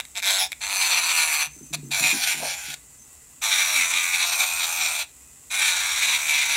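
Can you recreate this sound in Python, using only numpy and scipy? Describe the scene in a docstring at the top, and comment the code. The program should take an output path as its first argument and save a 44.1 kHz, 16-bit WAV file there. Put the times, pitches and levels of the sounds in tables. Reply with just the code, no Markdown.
"""Quick grazes and a short touch begin the sound: an electric nail drill sands a plastic nail tip, close by.
Longer strokes follow, up to the end: grit on the spinning band rings the nail, a light touch chatters
twice a turn, and drag slows the motor. Between strokes the steady hiss of the handpiece is heard.
From about 1.5 to 2.7 s dull bumps ring the table as the hands shift, with one hollow rub near 2.4 s.
Low room rumble runs throughout, and faint reflections follow the sanding."""
import sys
import numpy as np
from scipy import signal
from scipy.fft import rfft, irfft
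from scipy.io import wavfile
from scipy.ndimage import uniform_filter1d

SR = 44100
rng = np.random.default_rng(int(sys.argv[2]) if len(sys.argv) > 2 else 0)


def master(y):
    """Save y as 16-bit WAV."""
    cut = np.clip(np.atleast_2d(y).T, -1, 1)
    pcm = np.round(cut * 32767)  # scale
    wavfile.write(sys.argv[1], SR, pcm.astype(np.int16))


N = 289428
TIME = np.arange(N) / SR
BINS = np.maximum(np.fft.rfftfreq(2048, 1 / SR), 1)  # frequencies for the small bodies [Hz]

# Strokes of the band on the nail: (touch [s], lift [s], attack [s], release [s], relative level [dB],
#   level change [dB/s], low scrape against ring [dB], hiss against ring [dB],
#   extra chatter at the touch [dB], drag at the touch [Hz], drag at the lift [Hz])
STROKES = [ (0.146, 0.214, 0.018, 0.034, -28.5, 8, -10.5, -2.5, 28, 41, 1.26),
           (0.217, 0.482, 0.057, 0.045, -24, -9.5, -9.1, -2, 21.5, 11.5, 6.5),
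           (0.605, 1.486, 0.170, 0.057, -26.5, -1.2, -7.5, -1.1, 21, 5.5, 34),
           (1.726, 1.759, 0.0044, 0.0099, -29, 0, -8, -0.5, 15, -0.5, 0),
           (1.906, 2.757, 0.070, 0.015, -26.5, -18, -6.8, 0.6, 3, 19, 6),
           (3.413, 5.058, 0.035, 0.059, -26.1, -3, -7, -0.5, 3, 13, 21),
           (5.499, 6.600, 0.047, 0.022, -26.5, -1.5, -8.5, -2, 7, 12.5, 34), ]
# Nail resonances at different places of contact: (centre [Hz], width [Hz], relative level [dB])
SKIM_MODES = [(760, 1000, -10), (1710, 670, -5.5), (2310, 480, 3), (3740, 750, 2.5), (5420, 1900, -13),
              (6340, 330, -7), (7630, 960, -5), (9500, 2300, -17), (11050, 620, -11), (12500, 1600, -21),
              (15400, 1900, -38)]
LEAN_MODES = [(808, 330, -5), (1740, 340, -5), (2330, 550, -2.5), (3630, 530, 4), (5440, 830, -1.5),
              (6570, 620, -10), (7740, 900, -12), (9850, 830, -7.5), (10900, 800, -11), (12500, 1500, -16),
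              (15000, 2000, -19)]
PRESS_MODES = [(1060, 770, -5.5), (1700, 340, -6), (2440, 600, 1.5), (3560, 780, -9), (4250, 750, -3),
               (6040, 380, -0.5), (7520, 1200, -3.5), (9400, 1000, -5), (11020, 750, -9.5),
               (12800, 2300, -15.5), (14700, 2500, -27)]
EDGE_MODES = [(843, 1100, -7.5), (1663, 300, -3.5), (2400, 360, 6.5), (3930, 1030, 1.5), (5890, 560, -5),
              (7213, 640, -2), (8770, 1000, -8.5), (10030, 750, -9.5), (11360, 480, -9.5),
              (12850, 800, -15), (14900, 1500, -20)]
UNDER_MODES = [(776, 400, -6.5), (1594, 390, -2.5), (2374, 610, 0), (3230, 740, -8), (4080, 1600, -5),
               (5870, 950, -1.5), (7100, 700, 0), (8650, 840, -4), (9860, 800, -2.5), (11330, 540, -4.5),
               (12900, 700, -8), (14500, 1300, -11)]
BLEND_MODES = [(1036, 740, -8.5), (1620, 470, -7.5), (2322, 484, 2), (3780, 850, -2.5), (5844, 316, -4),
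               (7110, 2700, -10.5), (8100, 350, -10), (9120, 1300, -13.5), (11080, 420, -10.5),
               (13100, 890, -19.5), (14800, 2000, -30)]
BASE_MODES = [(754.4, 380, -10), (1389, 1290, -11), (2430, 363, 4), (3850, 1170, -2.5), (5940, 810, -3),
              (7250, 850, -4), (8480, 570, -3), (9480, 1400, -11.5), (11100, 1100, -14.5),
              (12350, 1800, -11), (14900, 1280, -18)]
# Where the band sits on the nail: (from [s], resonances as above)
PLACES = [(0, SKIM_MODES), (.385, LEAN_MODES), (.5, SKIM_MODES), (.57, PRESS_MODES), (1.6, EDGE_MODES),
          (2.13, UNDER_MODES), (3, BLEND_MODES), (4.25, BASE_MODES), (5.3, BLEND_MODES)]
# Firmer pressure within the strokes, or lighter where the level is negative:
#   (middle [s], length [s], rise of the ring [dB], share of it that the hiss follows, extra drag [Hz])
PRESSES = [(0.29, 0.06, 2, 0.82, 0), (0.41, 0.04, 2.5, 0.55, 4), (0.632, 0.059, 3.5, 0, 0),
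           (0.84, 0.065, 4, 0.29, 4), (0.952, 0.095, 5, 0.26, 8), (1.11, 0.03, 6, 0.47, 10),
           (1.2, 0.082, 5.5, 0.6, 2), (1.343, 0.023, 5, 0.81, 6), (1.416, 0.019, 5, 0.43, 0),
           (1.929, 0.054, 5.5, 0.16, 0), (2.08, 0.105, 8.5, 0.49, 3), (2.239, 0.04, 8, 0.39, 6),
           (2.303, 0.069, 9, 0.71, 11), (2.398, 0.087, -1, 1.1, 0), (2.495, 0.11, 5, 0.75, 1),
           (2.704, 0.092, 4.5, 0.04, 6), (3.537, 0.04, 6, 0.3, 14), (3.603, 0.048, 5.5, 0.17, 9),
           (3.797, 0.11, 5, 0.41, 10), (3.886, 0.037, -3.5, 0.43, 0), (3.953, 0.08, 3, 0.022, 0),
           (4.028, 0.08, 2.8, 0.23, 0), (4.151, 0.032, 7.5, 0.3, 0), (4.222, 0.064, 5.5, 0.41, 1),
           (4.341, 0.041, 5.5, 0.59, 11), (4.375, 0.027, -5, 0, 0), (4.417, 0.06, 7.5, 0.71, 6),
           (4.627, 0.05, 4.5, 0.22, 0.5), (4.7, 0.058, -2, 0.14, 0), (4.85, 0.1, 4.5, 0.51, 16),
           (5.017, 0.037, 6.5, 0.32, 24), (5.658, 0.12, 5.5, 0.48, 1), (6.039, 0.037, 6.5, 0.41, 22.5),
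           (6.12, 0.095, 6, 0.31, 8), (6.225, 0.1, -3, 0.37, 0), (6.365, 0.16, 6, 0.26, 0),
           (6.537, 0.07, 5, 0.3, -1.5)]
# Single grazes of the band: (time [s], relative peak level [dB])
GRAZES = [(0.001, -18.5), (0.008, -23.5), (0.052, -31), (0.519, -22), (0.523, -28.5), (0.529, -23.5),
          (2.741, -23)]
# Resonances of the handpiece housing: (centre [Hz], width [Hz], relative level [dB])
HANDPIECE = [(870, 1500, -8), (1990, 170, -3.5), (2660, 600, -8), (4240, 3100, -23.5), (6300, 800, -28),
             (7600, 1800, 5.5), (9500, 1600, -2.5), (13400, 660, -3)]
# Bearing whistle as the spindle runs free again: (start [s], length [s], level [dB])
WHISTLES = [(1.454, 0.28, -50.5), (1.83, 0.07, -52), (2.98, 0.08, -52.5)]
# Hum of the loaded motor: (multiple of the spindle speed, relative level [dB])
HUM = [(2, -76.5), (3, -69.5), (4, -74.5)]
# Faint whine of the rotor: (multiple of the spindle speed, relative level [dB])
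WHINE = [(20, -79.5), (26, -75)]
# Dull bumps, each a quick run of blows: (time [s], number of blows, gap [s],
#   relative boom level [dB], relative knock level [dB], change per blow [dB])
BUMPS = [ (1.467, 1, 0.019, -46, -55, 0), (1.563, 1, 0.022, -61, -44, 0),
         (1.608, 2, 0.021, -46, -37.5, -7.5), (1.704, 4, 0.026, -40, -42.5, 0.5),
         (1.830, 3, 0.030, -37, -34, -3), (2.003, 4, 0.018, -34.5, -37, -2),
         (2.128, 3, 0.0183, -43, -28, -3.5), (2.344, 4, 0.026, -47.5, -42, 1.5),
         (2.681, 1, 0.019, -45, -43.5, 0), ]
# Short table modes above the boom: (pitch [Hz], relative level [dB], time to fall by 60 dB [s])
TABLE_MODES = [(243, -3.5, 0.16), (284, 0.5, 0.11), (325, 7.5, 0.045), (391, 0.5, 0.05)]
# Colour of the room's rumble: (frequency [Hz], relative level [dB])
ROOM = [(15, -54), (25, -20.5), (65, 1.5), (97, -12.5), (147, -8), (179, -20.5), (237, -11.5), (289, -15),
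        (392, -23.5), (425, -16.5), (600, -32), (780, -66), (1320, -120)]

TREMOR_DB, TREMOR_PER_S = 0.75, 35  # unsteadiness of the hand
PRESS_EDGE_S = 0.02  # time that a press takes to build, and to let go
SCRAPE_SHARE = 0.75  # how much of the hiss's rise the low scrape follows
LANDING_S, LANDING_GAIN = 0.01, 0.33  # the grit bites at once, to part of its full strength
# The band bounces as it lands and before it lifts; between, a slight flutter remains.
SETTLE_S, LEAVING_S, FLUTTER_DB = 0.2, 0.048, 2.5
HOLD_DOWN_DB = 2.6  # a press shrinks the bounce depth by this many dB per dB of pressure
FREE_HZ, INERTIA_S = 103.2, 0.15  # free spindle speed, and how slowly it follows the drag
RUB_S, RUB_ATTACK_S, RUB_DECAY_S, RUB_DB = 2.395, 0.036, 0.05, -33
BOOM_HZ, BOOM_T60_S = 145.4, 0.38
ROOM_DB = -59.5
TOP_HZ = 15750


def sanding(turns, tone_gain, scrape_gain, hiss_gain, chatter_db):
    """Pressure sets the balance: a firm touch brings out the ring, a light one leaves scrape and hiss."""
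    sound = nail(scraping(turns, chatter_db))
    scrape = band(sound, 60, 1950)
    hiss = band(sound, 5100, 20000)
    tone = sound - scrape - hiss

    def steady(x):
        """Even out the level, so that the gains alone shape the strokes."""
        return x / running_rms(x, .05)

    return (steady(tone) * tone_gain * undb(-1.23)
            + steady(scrape) * scrape_gain * undb(-0.2)
            + steady(hiss) * hiss_gain * undb(-0.15))


def scraping(turns, depth_db):
    """Force on the nail: grit, let through by the two high spots of a slightly oval band."""
    # The high spots are not quite opposite, and one stands prouder.
    since_spot = (2 * turns + .06 * np.cos(2 * np.pi * turns)) % 1
    lift = 1 - np.exp(-(since_spot / 0.51) ** 2)
    grip = undb(-depth_db * lift + 0.98 * np.sin(2 * np.pi * turns))
    cutting = grit(turns, count=110, memory=0.914, spread_db=1.0, jitter_s=.00003)
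    chips = grit(turns, count=40, memory=0.13, spread_db=3.5, jitter_s=.0003)
    return (cutting + undb(-5.5) * chips) * grip * undb(0.83 * wander(90))


def grit(turns, count, memory, spread_db, jitter_s):
    """Grains round a spinning rim strike once a turn; memory near 1 makes their bite change slowly."""
    laps = int(turns[-1]) + 1
    angle = (np.arange(count) + rng.random(count)) / count
    chance = rng.standard_normal((2, laps, count))
    bite, size = signal.lfilter([np.sqrt(1 - memory ** 2)], [1, -memory], chance, axis=1)
    # Turn each grain's angle into a time; -1 marks strikes after the end.
    when = np.interp(np.arange(laps)[:, None] + angle, turns, TIME, right=-1)
    place = SR * (when + jitter_s * rng.standard_normal((laps, count)))
    heard = (place > 0) & (place < N - 1)
    strength = bite * undb(spread_db * np.minimum(size, 2))
    return unit(np.bincount(np.round(place[heard]).astype(int), strength[heard], N))


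def nail(force):
    """The nail rings; as the band rocks, each resonance drifts in pitch and swells by itself."""
    hop = SR // 40
    starts = np.arange(0, N, hop)
    force = np.pad(force, (0, 2 * hop))
    chance = rng.standard_normal((2, len(starts), 12))
    drift, swelling = unit(uniform_filter1d(chance, size=4, axis=1))
    out = np.zeros(len(force) + 2 * len(BINS))
    # Overlapping short pieces fade into one another, each with its own resonances.
    for start, detune, swell_db in zip(starts, .012 * drift, 1.7 * swelling):
        modes = [m for s, m in PLACES if s <= (start + hop) / SR][-1]
        moved = [(hz * (1 + d), width, db + e)
                 for (hz, width, db), d, e in zip(modes, detune, swell_db)]
        piece = force[start:start + 2 * hop] * np.hanning(2 * hop)
        rung = signal.fftconvolve(piece, body(moved, low_hz=620, valley_db=-26, leak_db=-14))
        out[start:start + len(rung)] += rung
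    return out[:N]


def body(modes, low_hz, valley_db, leak_db):
    """Response of a small body: resonances over a weak broad response, with little sound below low_hz."""
    power = sum(undb(db) ** 2 / (1 + (2 * (BINS - hz) / width) ** 2) ** 2 for hz, width, db in modes)
    radiation = 1 / np.sqrt(1 + (low_hz / BINS) ** 12)
    leak = undb(leak_db) * BINS / (BINS + low_hz)
    gain = np.sqrt(power + undb(valley_db) ** 2) * (radiation + leak)
    # Minimum phase: the body starts to sound as soon as it is struck.
    cepstrum = irfft(np.log(gain))
    half = len(cepstrum) // 2
    folded = np.r_[cepstrum[0], 2 * cepstrum[1:half]]
    return irfft(np.exp(rfft(folded, 2 * half)))


def contact(press_db, press_hiss_db):
    """Strokes and pressure set the gains of ring, scrape and hiss, and the chatter depth in dB."""
    tone, scrape, hiss, bounce_db = np.zeros((4, N))
    for touch, lift, attack, release, db, fade, scrape_db, hiss_db, chatter_db, *_ in STROKES:
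        age = np.clip(TIME - touch, 0, lift - touch)
        gain = swell(touch, lift, attack, release) * undb(db + fade * age)
        tone = tone + gain
        scrape = scrape + gain * undb(scrape_db)
        hiss = hiss + gain * undb(hiss_db)
        landing = np.exp(-age / SETTLE_S)
        leaving = np.exp((touch + age - lift) / LEAVING_S)
        bounce_db = np.where(TIME >= touch, chatter_db * np.maximum(landing, leaving), bounce_db)

    def unsteady(db):
        """Gain with the tremor of the hand."""
        return undb(db + TREMOR_DB * wander(TREMOR_PER_S))

    held_down = undb(-HOLD_DOWN_DB * np.maximum(press_db, 0))
    return (tone * unsteady(press_db),
            scrape * unsteady(SCRAPE_SHARE * press_hiss_db),
            hiss * unsteady(press_hiss_db),
            FLUTTER_DB + bounce_db * held_down)


def pressing():
    """Each press builds, holds and lets go: changes of ring and hiss in dB, and drag in Hz."""
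    ring_db, hiss_db, drag_hz = np.zeros((3, N))
    for middle, length, db, share, hz in PRESSES:
        plateau = np.clip((length / 2 - np.abs(TIME - middle)) / PRESS_EDGE_S + .5, 0, 1)
        ring_db += db * plateau
        hiss_db += share * db * plateau
        drag_hz += hz * plateau
    return ring_db, hiss_db, drag_hz


def spindle(drag_hz):
    """Turns made so far: drag from strokes and presses slows the motor, which recovers when lifted."""
    for touch, lift, attack, release, *_, first_hz, last_hz in STROKES:
        stroke_hz = np.interp(TIME, [touch, lift], [first_hz, last_hz])
        drag_hz = drag_hz + swell(touch, lift, attack, release) * stroke_hz
    keep = np.exp(-1 / (INERTIA_S * SR))
    speed_hz = FREE_HZ - signal.lfilter([1 - keep], [1, -keep], drag_hz)
    unevenness = 1 + .006 * wander(20) * touching()
    return np.cumsum(speed_hz * unevenness) / SR


def touching():
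    """1 while the band is on the nail, otherwise 0."""
    on_nail = sum(1. * ((TIME >= touch) & (TIME <= lift)) for touch, lift, *_ in STROKES)
    return np.minimum(on_nail, 1)


def swell(start, end, attack, release):
    """A quick landing, then rise, hold and fall."""
    age = TIME - start
    growth = LANDING_GAIN + (1 - LANDING_GAIN) * np.clip(age / attack, 0, 1)
    rise = np.clip(age / LANDING_S, 0, 1) * growth
    return rise * np.clip((end - TIME) / release, 0, 1)


def grazes():
    """A high spot just catches the nail: about a millisecond of grit makes it ring."""
    out, age = np.zeros(N), TIME[:SR // 20]
    response = body(SKIM_MODES, low_hz=590, valley_db=-23.5, leak_db=8)
    for s, db in GRAZES:
        burst = rng.standard_normal(len(age)) * np.exp(-age / 0.0013)
        tick = ring(burst, response)
        start = int(s * SR)
        out[start:start + len(age)] += tick / np.abs(tick).max() * undb(db + 6.0)
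    return out


def handpiece(turns):
    """Brushes and bearings hiss through the housing, partly alike each turn; a bearing whistles at times."""
    friction = grit(turns, count=160, memory=0.46, spread_db=3.0, jitter_s=.00002)
    housing = body(HANDPIECE, low_hz=200, valley_db=-13.5, leak_db=-27)
    hiss = unit(ring(friction, housing)) * undb(-50.0 + 0.47 * wander(11))
    bearing = body([(6230, 230, 0)], low_hz=1979, valley_db=-45, leak_db=-8)
    whistle = unit(ring(friction, bearing))
    whistle_gain = sum(undb(db) * swell(s, s + length, attack=.025, release=0.035)
                       for s, length, db in WHISTLES)
    return hiss + whistle * whistle_gain


def motor(turns, load):
    """Tones at multiples of the spindle speed: a hum that grows with the load, and a faint whine."""
    def orders(table):
        """Sines locked to the turning, each with a wandering level."""
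        return sum(np.sqrt(2) * undb(db + 4.4 * wander(12)) * np.sin(2 * np.pi * multiple * turns)
                   for multiple, db in table)

    smooth_load = unit(uniform_filter1d(load, size=2000))
    return smooth_load * orders(HUM) + orders(WHINE)


def bumps():
    """Soft blows ring the table's low boom and a few short modes above it, each slightly differently."""
    age = TIME[:SR // 2]
    soft = 1 - np.exp(-(age / 0.004) ** 2)

    def mode(hz, t60):
        """One softly struck, dying tone."""
        return soft * np.sin(2 * np.pi * hz * age) * np.exp(-np.log(1000) * age / t60)

    out = np.zeros(N)
    for s, blows, gap, boom_db, knock_db, change_db in BUMPS:
        for k in range(blows):
            detune = 1 + 0.031 * rng.standard_normal(len(TABLE_MODES) + 1)
            knock = sum(undb(db) * mode(hz * d, t60) for (hz, db, t60), d in zip(TABLE_MODES, detune))
            boom = mode(BOOM_HZ * detune[-1], BOOM_T60_S)
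            blow = undb(boom_db) * boom + undb(knock_db) * knock
            start = int((s + k * gap) * SR)
            out[start:start + len(age)] += undb(k * change_db) * blow
    return band(out, lo_hz=107, hi_hz=507)


def hollow_rub():
    """As the hands shift, uneven friction sounds through a hollow resonance, swells and dies away."""
    friction = rng.standard_normal(N) * undb(2.15 * wander(130))
    age = np.maximum(TIME - RUB_S, 0)
    fall = np.exp(-np.maximum(age - RUB_ATTACK_S, 0) / RUB_DECAY_S)
    envelope = np.minimum(age / RUB_ATTACK_S, 1) * fall
    hollow = body([(710, 380, 0)], low_hz=448, valley_db=-41, leak_db=-9)
    return unit(ring(friction, hollow)) * envelope * undb(RUB_DB)


def reflections(x, t60, wet_db, near_db):
    """Scatter off the hands and table top, then the faint, short tail of a furnished room."""
    age = TIME[:SR // 2]
    near = rng.standard_normal(len(age)) * (age > .0008) * np.exp(-age / 0.0041)
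    tail = band(rng.standard_normal(len(age)), 180, 6600)
    tail = tail * (age > .004) * np.exp(-np.log(1000) * age / t60)
    near_part = undb(near_db) * near / np.linalg.norm(near)
    tail_part = undb(wet_db) * tail / np.linalg.norm(tail)
    return ring(x, near_part + tail_part)


def room_tone():
    """Low rumble of the room: random noise, coloured by frequency."""
    hz, db = np.transpose(ROOM)
    bins = np.maximum(np.fft.rfftfreq(N, 1 / SR), 1)
    gain = undb(np.interp(np.log(bins), np.log(hz), db))
    rumble = irfft(rfft(rng.standard_normal(N)) * gain, N)
    return unit(rumble) * undb(ROOM_DB)


def undb(db):
    """Decibels to gain."""
    return 10 ** (np.asarray(db) / 20)


def unit(x):
    """Scale to an average (rms) level of 1."""
    return x / np.sqrt(np.mean(x ** 2))


def running_rms(x, seconds):
    """Level over a sliding window."""
    return np.sqrt(np.maximum(uniform_filter1d(x ** 2, int(seconds * SR)), 1e-12))


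def band(x, lo_hz, hi_hz):
    """Keep one band of frequencies, without delay."""
    sos = signal.butter(3, [lo_hz, min(hi_hz, SR / 2 - 1)], "band", fs=SR, output="sos")
    return signal.sosfiltfilt(sos, np.pad(x, SR // 10))[SR // 10:][:len(x)]


def ring(x, response):
    """Play a signal through an impulse response."""
    return signal.oaconvolve(x, response)[:len(x)]


def wander(rate):
    """Smooth random drift with an rms of 1, drawn anew about rate times a second."""
    count = int(SR / rate)
    steps = np.repeat(rng.standard_normal(N // count + 1), count)
    return unit(uniform_filter1d(steps, count)[:N])


def scene():
    """The hand's pressure sets the sanding and slows the spindle, which also drives the handpiece's noise."""
    press_db, press_hiss_db, drag_hz = pressing()
    turns = spindle(drag_hz)
    tone, scrape, hiss, chatter_db = contact(press_db, press_hiss_db)
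    work = sanding(turns, tone, scrape, hiss, chatter_db) + grazes()
    machine = handpiece(turns) + motor(turns, tone)
    room = reflections(work, t60=0.26, wet_db=-20.5, near_db=-15.5) + room_tone()
    return (work + machine + bumps() + hollow_rub() + room)[None]


def record(dry):
    """The recorder cuts the top with a steep low-pass filter."""
    sos = signal.ellip(12, .2, 80, TOP_HZ, fs=SR, output="sos")
    return signal.sosfilt(sos, dry)


dry = scene()
out = record(dry)
master(out)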